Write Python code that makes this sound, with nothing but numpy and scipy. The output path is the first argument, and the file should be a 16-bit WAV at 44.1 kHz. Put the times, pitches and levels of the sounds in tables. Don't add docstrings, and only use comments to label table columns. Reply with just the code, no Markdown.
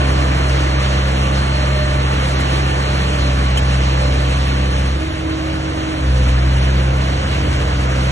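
import sys
import numpy as np
from scipy import signal
from scipy.fft import rfft, irfft, dct, next_fast_len
from scipy.io import wavfile
from scipy.ndimage import uniform_filter1d

SR = 44100
rng = np.random.default_rng(int(sys.argv[2]) if len(sys.argv) > 2 else 0)


def put_to_file(sound):
    columns = np.atleast_2d(sound).T
    safe = np.clip(columns, -1, 1)
    whole_steps = np.round(safe * 32767)
    wavfile.write(sys.argv[1], SR, whole_steps.astype(np.int16))


def ratio_of_db(decibels):
    return 10 ** (np.asarray(decibels, float) / 20)


N = 357651
NEUTRAL_START_S, NEUTRAL_END_S, CLUTCH_S = 4.95, 6.07, 0.04


def rms_one(x):
    return x / np.sqrt(np.mean(x ** 2) + 1e-20)


def in_time(rows):
    s, value = np.transpose(rows)
    return np.interp(np.arange(N) / SR, s, value)


def at_hz(points, hz):
    table_hz, value = np.transpose(points)
    return np.interp(np.log(hz), np.log(table_hz), value)


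def drift(rate_hz):
    r = np.exp(-80 * np.pi * rate_hz / SR)
    slow = signal.lfilter([1], [1, -2 * r, r * r], rng.standard_normal(N // 40 + 2002))[2000:]
    return np.interp(np.arange(N) / 40, np.arange(len(slow)), rms_one(slow))


def ring(clicks, hz, t60_s):
    r, w = ratio_of_db(-60 / (t60_s * SR)), 2 * np.pi * hz / SR
    return signal.lfilter([0, np.sin(w)], [1, -2 * r * np.cos(w), r * r], clicks + 1e-18)


def tones(turn_rad, orders, waver_db, waver_rad, rate_hz):
    out = 0
    for multiple, db in orders:
        gain = np.sqrt(2) * ratio_of_db(db + waver_db * drift(rate_hz))
        out = out + gain * np.sin(multiple * turn_rad + waver_rad * drift(rate_hz))
    return out


def after(s):
    return 0.5 + 0.5 * np.tanh((np.arange(N) / SR - s) / CLUTCH_S)


def swells(rows):
    t = np.arange(N) / SR
    return sum(db * np.exp(-(2 * (t - s) / length_s) ** 4) for s, length_s, db in rows)


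def layer_db(law, load_db, work_db):
    usual_load_db, usual_work_db = -17, -23
    db, per_load, per_work, neutral_db, reverse_db, wander_db = law
    reverse = after(NEUTRAL_END_S)
    neutral = after(NEUTRAL_START_S) - reverse
    load_part = per_load * (load_db - usual_load_db)
    work_part = per_work * (work_db - usual_work_db)
    gear_part = neutral_db * neutral + reverse_db * reverse
    return db + load_part + work_part + gear_part + wander_db * drift(1.5)


def exhaust(turn_rad, first_db, second_db, third_db, rasp_db, uneven_db):
    # time in seconds, phase of the 2nd harmonic in radians.
    skew = [(0, -1.3), (.4, -.5), (1.45, .35), (3.45, -.3), (4.2, .3), (4.9, .3), (5.4, -.6), (6.2, .4),
            (7.1, .9), (7.6, .1)]
    # multiple of the cycle, level in dB.
    rasp_orders = [(16, -6), (20, -3.5), (24, -17), (28, -3.5), (30, -5), (32, -0.5)]
    # multiple of the cycle, level in dB.
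    uneven_orders = [(3, -3), (5, 2), (6, -3.5), (7, -12), (9, -9), (10, -13.5), (11, -8)]
    harmonics = ((1, first_db, 0.5, 0), (2, second_db, 1.03, 2.75), (3, third_db, 1.3, 2.3))
    beat = 0
    for k, db, waver_db, lag_rad in harmonics:
        firing_rad = 4 * turn_rad + 0.023 * drift(8.3)
        phase = k * firing_rad - lag_rad
        if k == 2:
            phase = phase - in_time(skew)
        beat = beat + ratio_of_db(db + waver_db * drift(18)) * np.cos(phase)
    rasp = ratio_of_db(rasp_db) * tones(turn_rad, rasp_orders, waver_db=4.0, waver_rad=0.54, rate_hz=3.0)
    uneven = ratio_of_db(uneven_db) * tones(turn_rad, uneven_orders, waver_db=2.0, waver_rad=0.41, rate_hz=2.1)
    return np.sqrt(2) * beat + rasp + uneven


def whines(turn_rad, cycle_hz, drive_db, pump_db):
    # multiple of the cycle, level in dB.
    fan_orders = [(5.25, -40.5), (10.5, -36), (15.75, -39.5), (21.0, -49)]
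    # multiple of the cycle, level in dB.
    pump_orders = [(36, 0), (72, -6.5), (108, -5), (144, -11.5), (180, -14), (252, -4.5)]
    # multiple of the cycle, level in dB.
    gear_orders = [(34.8, -45.5), (45.0, -42), (52.3, -33.5), (69.7, -38.5), (234.5, -51.5)]
    # time in seconds, whine turns per cycle.
    slip = [
        (0, 18.5),
        (4.85, 17.7),
        (5.0, 18.45),
        (5.92, 18.45),
        (6.07, 19),
        (6.2, 18.2),
        (8.11, 18.6),
    ]
    # time in seconds, length in seconds, rise in dB.
    blade = [
        (0.0, 0.26, 5.5),
        (.5, 0.12, 7),
        (.88, 0.25, 6),
        (1.74, 0.53, 11),
        (3.0, 0.82, 3.5),
        (3.68, 0.14, 4),
        (4.1, .35, 7),
        (4.7, 0.35, 5.5),
    ]
    forward_end_s = 4.92
    forward = 1 / (1 + np.exp((np.arange(N) / SR - forward_end_s) / 0.041))
    fan = tones(turn_rad, fan_orders, waver_db=3.5, waver_rad=0.58, rate_hz=2.75)
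    strain_db = swells(blade)
    pump = 0
    for gate, share, orders in ((1, 1, pump_orders[:1]), (forward, 0.45, pump_orders[1:])):
        gain = gate * ratio_of_db(pump_db + share * strain_db)
        pump = pump + gain * tones(turn_rad, orders, waver_db=3.0, waver_rad=0.69, rate_hz=5.6)
    gears = forward * tones(turn_rad, gear_orders, waver_db=3.0, waver_rad=1.16, rate_hz=4.1)
    shaft_rad = np.cumsum(2 * np.pi * cycle_hz * in_time(slip) / SR)
    drive_orders = [(1, 2.5), (2, -11.5)]
    drive = ratio_of_db(drive_db) * tones(shaft_rad, drive_orders, waver_db=1.0, waver_rad=0.15, rate_hz=6.8)
    return fan + pump + gears + drive


def roar(turn_rad, roar_db, rattle_db):
    # frequency in Hz, density at the right port in dB per Hz.
    density_db = [(30, -17.5), (60, -4), (100, -3.5), (150, -6.5), (230, -7.5), (300, -1), (400, -4.5),
                  (600, -3.5), (1000, -6), (1800, -12), (3000, -13.5), (6000, -26), (8000, -31.5),
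                  (11500, -36.5)]
    out, together = 0, drift(6.9)
    edges_hz = 25 * 2 ** np.arange(0, 9.6, 0.5)
    white = rng.standard_normal((2, 2, N))
    for k, (low, high) in enumerate(zip(edges_hz, edges_hz[1:])):
        sos = signal.butter(2, [low, high], "band", fs=SR, output="sos")
        band = signal.sosfilt(sos, white[k % 2])
        hz = np.sqrt(low * high)
        bright = np.clip(np.log2(hz / 1200) / 1.4, 0, 1)
        level_db = (1 - bright) * (roar_db + 17) + bright * (rattle_db + 25.5)
        flicker_db = (0.28 + 0.7 * bright) * (0.75 * together + 1.1 * drift(10.0))
        firing_db = 0.35 * bright * np.cos(4 * turn_rad)
        out = out + ratio_of_db(at_hz(density_db, hz) + level_db + flicker_db + firing_db) * band
    return out


def tracks(rattle_db):
    # time in seconds, peak in dB, ring in Hz, ring level in dB.
    clanks = [
        (2.4064, -22, 2020, -14),
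        (3.5754, -15.5, 3120, -14.5),
        (6.2838, -26, 2560, -15),
        (7.352, -27, 2650, -10),
    ]
    sizes = ratio_of_db(3.1 * np.minimum(rng.exponential(1, N), 5)) * rng.choice([-1, 1], N)
    born = rng.random(N) < 250 * ratio_of_db(5.0 * drift(7.0)) / SR
    dealt = rng.integers(0, 12, N)
    knocks = 0
    for k, hz in enumerate(np.geomspace(900, 5000, 12)):
        knocks = knocks + ring(sizes * born * (dealt == k), hz, 40 / hz)
    out = ratio_of_db(rattle_db - 7.5) * rms_one(knocks)
    age_s = np.arange(SR // 10) / SR
    sos = signal.butter(1, [1800, 9000], "band", fs=SR, output="sos")
    for s, peak_db, hz, ring_db in clanks:
        scuff = signal.sosfilt(sos, rng.standard_normal(len(age_s)))
        burst = scuff * np.exp(-(age_s / 0.019) ** 2)
        clank = burst + ratio_of_db(ring_db) * ring(burst, hz, 0.026)
        start = round((s - 0.003) * SR)
        out[start:start + len(age_s)] += ratio_of_db(peak_db - 3.5) * clank
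    return out


def scene():
    # time in seconds, four-stroke cycles in Hz.
    speed = [(0.0, 16.62), (0.3, 16.4), (0.65, 16.6), (1.12, 16.5), (1.68, 16.82), (2.45, 16.48),
             (2.88, 16.73), (3.4, 16.22), (3.9, 16.36), (4.83, 16.46), (5.03, 17.26), (5.91, 17.18),
             (6.07, 16.3), (6.26, 15.83), (6.65, 16.3), (7.34, 16.57), (7.7, 16.02), (8.11, 16.14)]
    # time in seconds, level of the firing tone in dB.
    load = [(0, -16.5), (1.4, -17.5), (1.8, -18), (2.75, -19), (3.1, -18.5), (3.55, -15), (4.4, -17),
            (4.93, -17), (5.08, -26), (5.6, -24.5), (5.93, -28.5), (6.09, -13), (6.8, -15), (7.2, -20),
            (7.5, -19), (7.84, -18.5), (8.0, -18), (8.11, -17.5)]
    # time in seconds, level of the roar in dB.
    work = [(0, -20.5), (1.9, -22.5), (2.3, -21.5), (4.5, -24), (4.9, -26.5), (6.2, -24.5), (6.7, -23),
            (7.7, -23), (8.11, -21.5)]
    # time in seconds, length in seconds, rise in dB.
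    steer = [
        (.15, 0.55, 5.5),
        (1.28, 0.44, 2),
        (3.2, 0.17, 7.5),
        (3.84, 0.33, 2.5),
        (5.7, 0.79, 0.5),
        (7.47, 0.26, 5.5),
    ]
    # usual dB, share of load, share of work, dB in neutral, dB in reverse, wander in dB.
    second_law = (-22, 0.63, 0.77, -1, 0.6, 0.6)
    third_law = (-33.5, 0.7, 0, -12, 2.5, 2)
    rasp_law = (-36.5, 0.04, -0.37, -6, -1, 0.6)
    uneven_law = (-36, -0.1, -1.2, -4, 2.5, 2)
    rattle_law = (-28.5, -0.09, 0.1, -4.5, -1.4, 0.41)
    pump_law = (-39, -0.2, 0.7, -2, -8.5, 1.0)
    drive_law = (-38.5, -0.21, 0.57, 9, 1.5, 2)
    # frequency in Hz, likeness of the two ports from 0 to 1.
    likeness = [(100, .98), (250, .92), (500, .54), (850, .75), (1150, .66), (1800, .76), (2500, .65),
                (3900, .3), (4500, .75), (4950, .85), (5250, .3), (5650, .995), (7000, .98), (8300, .35),
                (11000, .9)]
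    # frequency in Hz, left over right in dB.
    balance_db = [(100, 0.1), (250, 0), (350, -2.4), (520, -8), (900, -3.5), (1400, -0.5), (2400, 0),
                  (3000, -0.5), (3800, -6), (4600, 1), (5600, -3.5), (7000, -0.9), (11000, 5)]
    # frequency in Hz, lead of the right port in radians.
    lead_rad = [(200, .08), (430, 1.5), (580, .6), (830, 3.1), (1150, 4.3), (1850, 5.2), (2500, 4.1),
                (4150, 4.5), (4350, 3.5), (5150, 3.0), (5600, .05), (7200, -.1), (8500, -2.1),
                (10500, -2.9)]

    cycle_hz, load_db, roar_db = in_time(speed), in_time(load), in_time(work)
    laws = (second_law, third_law, rasp_law, uneven_law, rattle_law, pump_law, drive_law)
    second_db, third_db, rasp_db, uneven_db, rattle_db, pump_db, drive_db = (
        layer_db(law, load_db, roar_db) for law in laws)
    turn_rad = np.cumsum(2 * np.pi * cycle_hz / SR)

    engine = exhaust(turn_rad, load_db, second_db, third_db, rasp_db, uneven_db)
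    whine = whines(turn_rad, cycle_hz, drive_db + swells(steer), pump_db)
    shared, scattered = roar(turn_rad, roar_db, rattle_db)
    parts = engine + whine + tracks(rattle_db)

    size = next_fast_len(N + 4096)
    hz = np.maximum(np.arange(size // 2 + 1) * SR / size, 1)
    alike = np.clip(at_hz(likeness, hz), 0, 1)
    lead = at_hz(lead_rad, hz) * np.minimum(hz / lead_rad[0][0], 1)
    direct = rfft(parts, size) + alike * rfft(shared, size)
    left = direct * np.exp(-1j * lead) + np.sqrt(1 - alike ** 2) * rfft(scattered, size)
    left = irfft(left * ratio_of_db(at_hz(balance_db, hz)), size)[:N]
    return np.array([left, parts + shared])


def starve(pair):
    # frequency in Hz, limit in dB against both channels nearby.
    limit_db = [(100, -42), (340, -29), (700, -21), (1400, -18), (2600, -13.5), (4000, -10), (4500, -7),
                (5000, -5), (5700, -11), (6900, -6), (8300, -4), (9600, -3), (11000, -1.5), (11800, 6)]
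    offset, hop = 492, 1024
    rise = np.cumsum(np.kaiser(hop + 1, 4 * np.pi))
    rise = np.sqrt(rise[:-1] / rise[-1])
    fall = rise[::-1]
    lead_in = hop - offset
    both = np.pad([pair[0] + pair[1], pair[0] - pair[1]], ((0, 0), (lead_in + hop, 3 * hop)))
    hops = both[:, :both.shape[1] // hop * hop].reshape(2, -1, hop)
    a, b = np.split(hops[:, :-1] * rise, 2, axis=2)
    c, d = np.split(hops[:, 1:] * fall, 2, axis=2)
    folded = np.concatenate([-c[..., ::-1] - d, a - b[..., ::-1]], axis=2)
    lines = dct(folded, type=4, norm="ortho")

    nearby = uniform_filter1d((lines ** 2).sum(0), size=24, axis=1)
    nearby = uniform_filter1d(nearby, size=5, axis=0)
    mood = uniform_filter1d(rng.standard_normal((2, len(nearby), hop // 16)), size=3, axis=1)
    mood_db = 6.6 * np.repeat(mood, 16, axis=2)
    line_hz = (np.arange(hop) + 0.5) * SR / 2 / hop
    limit = ratio_of_db(at_hz(limit_db, line_hz) + mood_db) * np.sqrt(np.abs(nearby))
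    step = limit / 0.6 + 1e-12
    coarse = np.sign(lines) * np.floor(np.abs(lines) / step + 0.4) * step
    strength = np.repeat((lines ** 2).reshape(2, -1, hop // 16, 16).mean(3), 16, axis=2)
    coarse = coarse * (strength > (0.75 * limit) ** 2)

    late, early = np.split(dct(coarse, type=4, norm="ortho"), 2, axis=2)
    heads = np.concatenate([early, -early[..., ::-1]], axis=2) * rise
    tails = np.concatenate([-late[..., ::-1], -late], axis=2) * fall
    total, gap = (heads[:, 1:] + tails[:, :-1]).reshape(2, -1)[:, lead_in:lead_in + N]
    return np.array([total + gap, total - gap]) / 2


def top_cut(x):
    return signal.sosfilt(signal.butter(12, 11880, fs=SR, output="sos"), x)


def record(dry):
    rounded = 1.5 * np.tanh(dry / 1.5)
    return top_cut(starve(rounded))


dry = scene()
out = record(dry)
put_to_file(out)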